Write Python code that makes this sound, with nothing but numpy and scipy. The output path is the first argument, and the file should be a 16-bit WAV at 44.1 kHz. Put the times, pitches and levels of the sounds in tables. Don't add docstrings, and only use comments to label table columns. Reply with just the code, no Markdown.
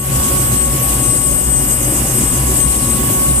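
import sys
import numpy as np
from scipy import signal
from scipy.fft import rfft, irfft
from scipy.io import wavfile

SR = 44100
rng = np.random.default_rng(int(sys.argv[2]) if len(sys.argv) > 2 else 0)


def persist_wave(psi):
    counts = np.round(np.clip(psi, -1, 1) * 32767).astype(np.int16)
    wavfile.write(sys.argv[1], SR, np.atleast_2d(counts).T)


N = 149940
T = np.arange(N) / SR
BLADE_HZ = 7.66


def from_db(db):
    return 10 ** (np.asarray(db) / 20)


def rms_one(x):
    return x / np.sqrt(np.mean(x ** 2) + 1e-20)


def in_time(rows):
    s, *columns = np.transpose(rows)
    return np.array([np.interp(T, s, column) for column in columns])


def per_bin(rows):
    hz, *columns = np.transpose(rows)
    log_bins = np.log(np.fft.rfftfreq(N, 1 / SR) + 1e-9)
    return np.array([np.interp(log_bins, np.log(hz), column) for column in columns])


def panned(pan_db):
    return from_db(np.array([[.5], [-.5]]) * pan_db)


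def drift(rate_hz):
    step = 40
    pole = np.exp(-2 * np.pi * rate_hz * step / SR)
    noise = rng.standard_normal(N // step + 2002)
    slow = signal.lfilter([1], [1, -2 * pole, pole * pole], noise)[2000:]
    return np.interp(np.arange(N) / step, np.arange(len(slow)), rms_one(slow - slow.mean()))


# pitch_hz, correlation
CHANNEL_LIKENESS = [(60, 1), (120, 0.99), (220, 0.91), (400, 0.73), (750, 0.5), (1300, -0.41), (2400, 0.12),
                    (4400, -0.028), (8000, 0.14), (14000, -0.11)]


def air_noise(spectrum, patchy_db, patchy_rate, count):
    mid, side = rfft(rng.standard_normal((2, N)))
    alike = np.clip(per_bin(CHANNEL_LIKENESS), -1, 1)
    hz = np.fft.rfftfreq(N, 1 / SR) + 1e-9
    low, high = spectrum[0][0], spectrum[-1][0]
    skirts = np.minimum(1, np.minimum(hz / low, high / hz)) ** 4
    pair = np.sqrt(1 + alike) * mid + np.sqrt(1 - alike) * side * [[1], [-1]]
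    coloured = pair * from_db(per_bin(spectrum)) * skirts
    centres = np.geomspace(low, high, count)
    out = np.zeros((2, N))
    for band in np.eye(count):
        in_band = irfft(coloured * np.interp(hz, centres, band), N)
        out += in_band * from_db(patchy_db * drift(patchy_rate))
    return rms_one(out)


def tones(table, gain_db, fade_db, fade_rate, jitter_rad, jitter_rate, apart_rad):
    out = np.zeros((2, N))
    for hz, db in table:
        phase = 2 * np.pi * (hz * T + rng.random()) + jitter_rad * drift(jitter_rate)
        for side in out:
            swell = from_db(fade_db * drift(fade_rate))
            tone = swell * np.sin(phase + apart_rad * drift(fade_rate))
            side += from_db(db + gain_db) * rms_one(tone)
    return out


# time_s, left_level_db, right_level_db
WHINE_LEVEL = [(0.0, -21.9, -26.3), (0.1, -24.4, -29.0), (0.155, -16.8, -24.7), (0.379, -19.3, -16.4),
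               (0.499, -19.4, -20.4), (0.599, -11.5, -22.7), (0.654, -14.4, -21.7), (0.743, -19.5, -36.3),
               (0.788, -22.3, -29.5), (0.828, -16.2, -33.0), (0.888, -14.7, -28.2), (0.973, -18.1, -26.6),
               (1.023, -13.2, -32.1), (1.117, -10.8, -24.1), (1.207, -14.9, -32.2), (1.267, -12.0, -29.5),
               (1.477, -14.7, -26.6), (1.541, -10.2, -27.6), (1.656, -17.7, -26.7), (1.726, -12.0, -30.5),
               (1.821, -18.4, -32.6), (1.926, -15.9, -28.3), (2.02, -24.2, -25.2), (2.055, -17.2, -28.8),
               (2.095, -21.8, -23.7), (2.18, -14.0, -26.5), (2.225, -18.4, -32.8), (2.26, -14.4, -28.2),
               (2.305, -15.5, -34.4), (2.335, -19.0, -24.3), (2.39, -16.9, -30.9), (2.429, -21.5, -26.4),
               (2.499, -19.0, -24.3), (2.574, -12.1, -30.6), (2.644, -12.2, -34.2), (2.689, -12.7, -26.4),
               (2.769, -15.9, -31.9), (2.948, -13.6, -27.5), (3.018, -25.0, -20.1), (3.068, -23.2, -20.7),
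               (3.103, -15.7, -20.9), (3.168, -17.7, -19.1), (3.228, -14.1, -15.9), (3.397, -14.4, -17.7)]
# time_s, pitch_hz
WHINE_PITCH = [(0, 8150), (.6, 8149), (1.8, 8146), (2.1, 8141), (3.4, 8143)]
# time_s, lead_rad
WHINE_LEAD = [(0, -1.5), (.13, -4), (.25, -2), (.34, -4), (.39, -1.7), (.5, -1.7), (.75, -3), (1.04, -5.5),
              (1.15, -15), (1.27, -3), (1.66, -2.5), (1.73, -1.5), (2.3, -1), (2.7, -2.5), (2.85, 0.5),
              (3.03, -2), (3.4, -4)]
WHINE_TRIM_DB, WHINE_FLUTTER_DB, WHINE_JITTER_RAD, WHINE_WANDER_RAD = 1.37, 0.36, 0.15, 0.42
WHINE_SCATTER_DB, WHINE_SCATTER_HZ = -32, 28.8


def compressor():
    pitch_hz = in_time(WHINE_PITCH)[0]
    left_phase = 2 * np.pi * np.cumsum(pitch_hz) / SR + WHINE_JITTER_RAD * drift(29)
    right_phase = left_phase - in_time(WHINE_LEAD)[0] + WHINE_WANDER_RAD * drift(0.56)
    flutter_db = WHINE_FLUTTER_DB * np.array([drift(20), drift(30)])
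    direct = from_db(in_time(WHINE_LEVEL) + WHINE_TRIM_DB + flutter_db)
    scatter_swing = np.array([drift(WHINE_SCATTER_HZ), drift(WHINE_SCATTER_HZ)])
    scatter = from_db(WHINE_SCATTER_DB) * panned(pan_db=2.5) * scatter_swing
    return np.sqrt(2) * (direct + scatter) * np.sin([left_phase, right_phase])


TURBINE_HZ = [10180, 12220, 12732, 14260]
# time_s, then level_db of each tone
TURBINE_LEVELS = [(0.0, -48, -33, -38, -49), (0.13, -42, -39, -44, -45), (0.5, -43, -30, -31, -38),
                  (0.62, -40, -44, -43, -42), (0.83, -35, -26, -39, -32), (1.11, -32, -37, -46, -44),
                  (1.26, -26, -37, -26, -45), (1.6, -41, -36, -43, -42), (1.69, -32.5, -28, -35, -33),
                  (2.15, -31.5, -41, -30, -44), (2.33, -41, -41, -40, -47), (2.6, -29, -35, -36, -32),
                  (2.71, -32, -42, -40, -48), (2.78, -30.5, -41, -42, -40), (3.12, -28.5, -31, -29, -30),
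                  (3.4, -38, -42, -43, -46)]


def turbine_tones():
    return tones(zip(TURBINE_HZ, in_time(TURBINE_LEVELS)), gain_db=0.2, fade_db=2.5, fade_rate=12,
                 jitter_rad=0.34, jitter_rate=9.2, apart_rad=0.91)


# pitch_hz, level_db
FAINT_TONES = [(9701, -40), (11203, -38)]


def faint_turbine_tones():
    return tones(FAINT_TONES, gain_db=6, fade_db=1.5, fade_rate=3.9,
                 jitter_rad=0.36, jitter_rate=4.8, apart_rad=4.7)


# pitch_hz, left_db_per_hz, right_db_per_hz
HISS = [(2420, -45, -14), (3700, -18, -13.5), (4520, -36, -16), (4770, -11, -6.5), (5050, -13, -6.5),
        (5400, -24, -7.5), (5840, -15.5, -3), (6500, -8.5, -9.5), (7000, -3, -2.5), (8210, 7, -14),
        (8100, 5, -11), (9000, -2.5, -2.5), (10660, -2, 3.5), (11940, -1, -1.5), (13800, -4, -3),
        (14940, -11, -12.5)]
HISS_DB = -18.5


def turbine_hiss():
    return from_db(HISS_DB) * air_noise(HISS, patchy_db=0.85, patchy_rate=4.4, count=14)


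# pitch_hz, left_db_per_hz, right_db_per_hz
LOWER_HISS = [(2700, 1.5, 2.5), (3700, -15, 3), (4430, -12, 0.5), (4700, -8, -2.5), (5980, -2, -1)]
# time_s, level_db
LOWER_HISS_LEVEL = [(0, 4), (.3, 3.5), (.9, 4), (1.3, 0), (1.8, -15), (2.1, -2), (2.45, -2.5), (2.65, 4),
                    (3.4, 1.5)]
LOWER_HISS_DB = -36


def lower_hiss():
    level_db = LOWER_HISS_DB + in_time(LOWER_HISS_LEVEL)
    return from_db(level_db) * air_noise(LOWER_HISS, patchy_db=2.8, patchy_rate=22, count=8)


# start_turns, length_turns, fall_turns, top_hz, bottom_hz, level_db, pan_left_db
SWISHES = [(.31, .39, .25, 7550, 6450, -30.5, -3), (.42, .23, .36, 7900, 6900, -24.5, 1),
           (.79, .43, .27, 7400, 6300, -28.7, -3), (.95, .19, .34, 7900, 6900, -27.5, 0)]
# time_s, level_db
SWISH_LEVEL = [(0, 0), (1.2, 0), (1.9, 2.5), (2.5, 1), (2.8, -1.5), (3.1, 0), (3.4, -1)]
SWISH_HALF_WIDTH_HZ = 190


def blade_swishes():
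    out = np.zeros((2, N))
    narrow = signal.butter(2, SWISH_HALF_WIDTH_HZ, fs=SR, output="sos")
    for start, length, fall, top_hz, bottom_hz, db, pan_db in SWISHES:
        age = (BLADE_HZ / 2 * T - start) % 1
        centre_hz = bottom_hz + (top_hz - bottom_hz) * np.cos(np.pi / 2 * age / fall) ** 2
        phase = 2 * np.pi * np.cumsum(centre_hz + 85 * drift(5)) / SR
        a, b = signal.sosfilt(narrow, rng.standard_normal((2, 2, N)))
        band = a * np.cos(phase) + b * np.sin(phase)
        swell = np.sqrt(np.abs(np.sin(np.pi * np.minimum(age / length, 1))))
        out += from_db(db + 0.4 * drift(2.9)) * panned(pan_db) * swell * rms_one(band)
    return from_db(in_time(SWISH_LEVEL)) * out


# time_s, level_db
MESH_LEVEL = [(0.0, -40), (0.15, -33), (0.3, -31), (0.48, -35), (0.85, -33), (1.3, -36), (1.42, -41.5),
              (2.25, -39.5), (2.7, -36), (3.2, -32.5), (3.4, -39.5)]
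MESH_HZ = 1110.5


def gear_mesh():
    return tones([(MESH_HZ, in_time(MESH_LEVEL)[0])], gain_db=1.5, fade_db=1.5, fade_rate=11.4,
                 jitter_rad=0.34, jitter_rate=7.9, apart_rad=0.38)


# pitch_hz, level_db
GEAR_TONES = [(994, -46), (1461, -52), (1696, -54.5), (1987, -55), (2223, -55.5), (2826, -53), (2923, -54)]


def gearbox():
    return tones(GEAR_TONES, gain_db=3.0, fade_db=3.5, fade_rate=1.0,
                 jitter_rad=0.5, jitter_rate=6.2, apart_rad=0.52)


# pitch_hz, level_db_per_hz
ROAR = [(300, -42), (410, -7), (470, -5), (564, 2.5), (670, -8.5), (755, -1), (880, -10), (1120, -6),
        (1250, -8), (1400, -9.5), (1520, -8.5), (1620, -11.5), (1750, -9.5), (1880, -11.5), (2050, -11),
        (2340, -14), (2500, -12), (2650, -15.5), (2820, -8.5), (3030, -12), (3130, -18.5), (3300, -12.5),
        (4200, -31)]
ROAR_DB = -29


def engine_roar():
    return from_db(ROAR_DB) * air_noise(ROAR, patchy_db=1.34, patchy_rate=6.8, count=10)


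# pitch_hz, level_db
DRONE_TONES = [(120.2, -35.5), (123.8, -36.5), (376.2, -37), (383.7, -42.5), (482, -45.5), (509, -50.5)]


def shaft_drone():
    drone = tones(DRONE_TONES, gain_db=-1.5, fade_db=3.5, fade_rate=1.6,
                  jitter_rad=0.24, jitter_rate=6.7, apart_rad=0.071)
    return drone * panned(pan_db=3.5)


# pitch_hz, level_db_per_hz
RUMBLE = [(15, -33), (28, -16), (40, -4), (60, -16), (74, -18), (85, -13.5), (102, -4), (127, -9.5),
          (157, -6.5), (172, -6), (190, -7), (235, -5), (275, -8), (300, -5), (335, -12.5), (372, -9),
          (410, -22.5), (520, -28)]
RUMBLE_DB = -23


def rumble():
    return from_db(RUMBLE_DB) * air_noise(RUMBLE, patchy_db=2.0, patchy_rate=11, count=9)


def blade_throb():
    swing_db, softest_at = 0.4, 0.57
    return from_db(-swing_db * np.cos(2 * np.pi * (BLADE_HZ * T - softest_at)))


def evened(x):
    power = np.mean(np.abs(signal.hilbert(x)) ** 2, axis=0)
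    return rms_one(x / np.sqrt(power + .1 * power.mean()))


# pitch_hz, level_db
DEEP_TONES = [(49.7, -29), (58.5, -22)]
# pitch_hz, level_db_per_hz
DEEP = [(38, -12), (47, 2), (63, 12), (72, -18)]
# time_s, level_db
DEEP_LEVEL = [(0.0, -40), (0.06, -25), (0.11, -29), (0.2, -16), (0.26, -42), (0.31, -20), (0.39, -27.5),
              (0.74, -20.5), (0.83, -38), (0.87, -22), (0.98, -20), (1.05, -31), (1.09, -23), (1.12, -32),
              (1.34, -19), (1.38, -34), (1.49, -17), (1.53, -24), (1.97, -26.5), (2.0, -18.5), (2.2, -40),
              (2.23, -20), (2.3, -26), (2.37, -16.5), (2.41, -26), (2.44, -18), (2.54, -19.5), (2.58, -33),
              (2.69, -15.5), (2.74, -31), (2.77, -19), (2.86, -35), (2.93, -19), (2.98, -34), (3.02, -18),
              (3.11, -40), (3.18, -17.5), (3.24, -28), (3.27, -19.5), (3.4, -21.5)]
# pitch_hz, level_db_per_hz
BOOM = [(105, -17.5), (116, -9.5), (126, 2.5), (137, -2), (152, -24)]
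# time_s, level_db
BOOM_LEVEL = [(0.0, -30), (0.13, -17), (0.28, -47), (0.34, -19.5), (0.5, -30), (0.53, -17), (0.58, -46),
              (0.61, -29), (0.78, -19.5), (0.93, -32), (1.02, -20.5), (1.05, -37), (1.1, -17.5),
              (1.14, -42), (1.19, -22), (1.22, -29), (1.27, -24), (1.46, -33), (1.48, -23.5), (1.78, -29.5),
              (1.88, -21.5), (1.94, -32), (2.16, -19.5), (2.37, -26.5), (2.42, -17.5), (2.44, -29),
              (2.57, -22), (2.62, -41), (2.66, -20.5), (2.76, -33), (2.81, -22), (2.94, -28), (3.05, -22.5),
              (3.25, -32), (3.29, -19), (3.4, -30)]
DEEP_NOISE_DB, BOOM_TRIM_DB = -22, -0.2
DEEP_FLOOR_HZ = 36


def cabin_boom():
    shafts = tones(DEEP_TONES, gain_db=-1, fade_db=1.5, fade_rate=3.0,
                   jitter_rad=0.29, jitter_rate=2.0, apart_rad=0.046)
    deep_noise = from_db(DEEP_NOISE_DB) * air_noise(DEEP, patchy_db=5.0, patchy_rate=5, count=2)
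    deep = from_db(in_time(DEEP_LEVEL)) * panned(pan_db=-1.0) * evened(shafts + deep_noise)
    boom_noise = evened(air_noise(BOOM, patchy_db=3.0, patchy_rate=5.6, count=2))
    boom = from_db(BOOM_TRIM_DB + in_time(BOOM_LEVEL)) * boom_noise
    floor = signal.butter(4, DEEP_FLOOR_HZ, "high", fs=SR, output="sos")
    return signal.sosfiltfilt(floor, deep + boom)


# time_s, rumble_db, roar_db, hiss_db
LAYER_LEVELS = [(0, -5, -8, -11.5), (.05, -8.5, -3.5, -7.5), (.14, -2, 1, -1.5), (.3, 1, 1.5, 0),
                (.6, -1, -0.5, -3.5), (.9, 0, 1.5, -1.3), (1.2, -1.5, -1, -4), (1.7, -2, -0.2, -3.1),
                (2.05, 2, 1.5, -1.2), (2.5, 0, 1, -1.5), (2.7, 0, -1, -3), (3.1, 1.5, 1.5, -1.5),
                (3.4, -2.5, -1.5, -4)]


def scene():
    rumble_db, roar_db, hiss_db = in_time(LAYER_LEVELS)
    hiss_flutter_db = 0.91 * drift(10.5)
    air = turbine_hiss() + lower_hiss() + faint_turbine_tones() + blade_swishes()
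    high = from_db(hiss_db + hiss_flutter_db) * air
    middle = from_db(roar_db) * (engine_roar() + gearbox()) * panned(pan_db=2.0)
    low = from_db(rumble_db) * blade_throb() * (rumble() + shaft_drone())
    return compressor() + turbine_tones() + high + gear_mesh() + middle + low + cabin_boom()


def record(dry):
    ceiling, cutoff_hz = .9, 14500
    rounded = dry / (1 + (dry / ceiling) ** 8) ** (1 / 8)
    steep_cut = signal.ellip(12, .05, 60, cutoff_hz, fs=SR, output="sos")
    return signal.sosfiltfilt(steep_cut, rounded)


dry = scene()
out = record(dry)
persist_wave(out)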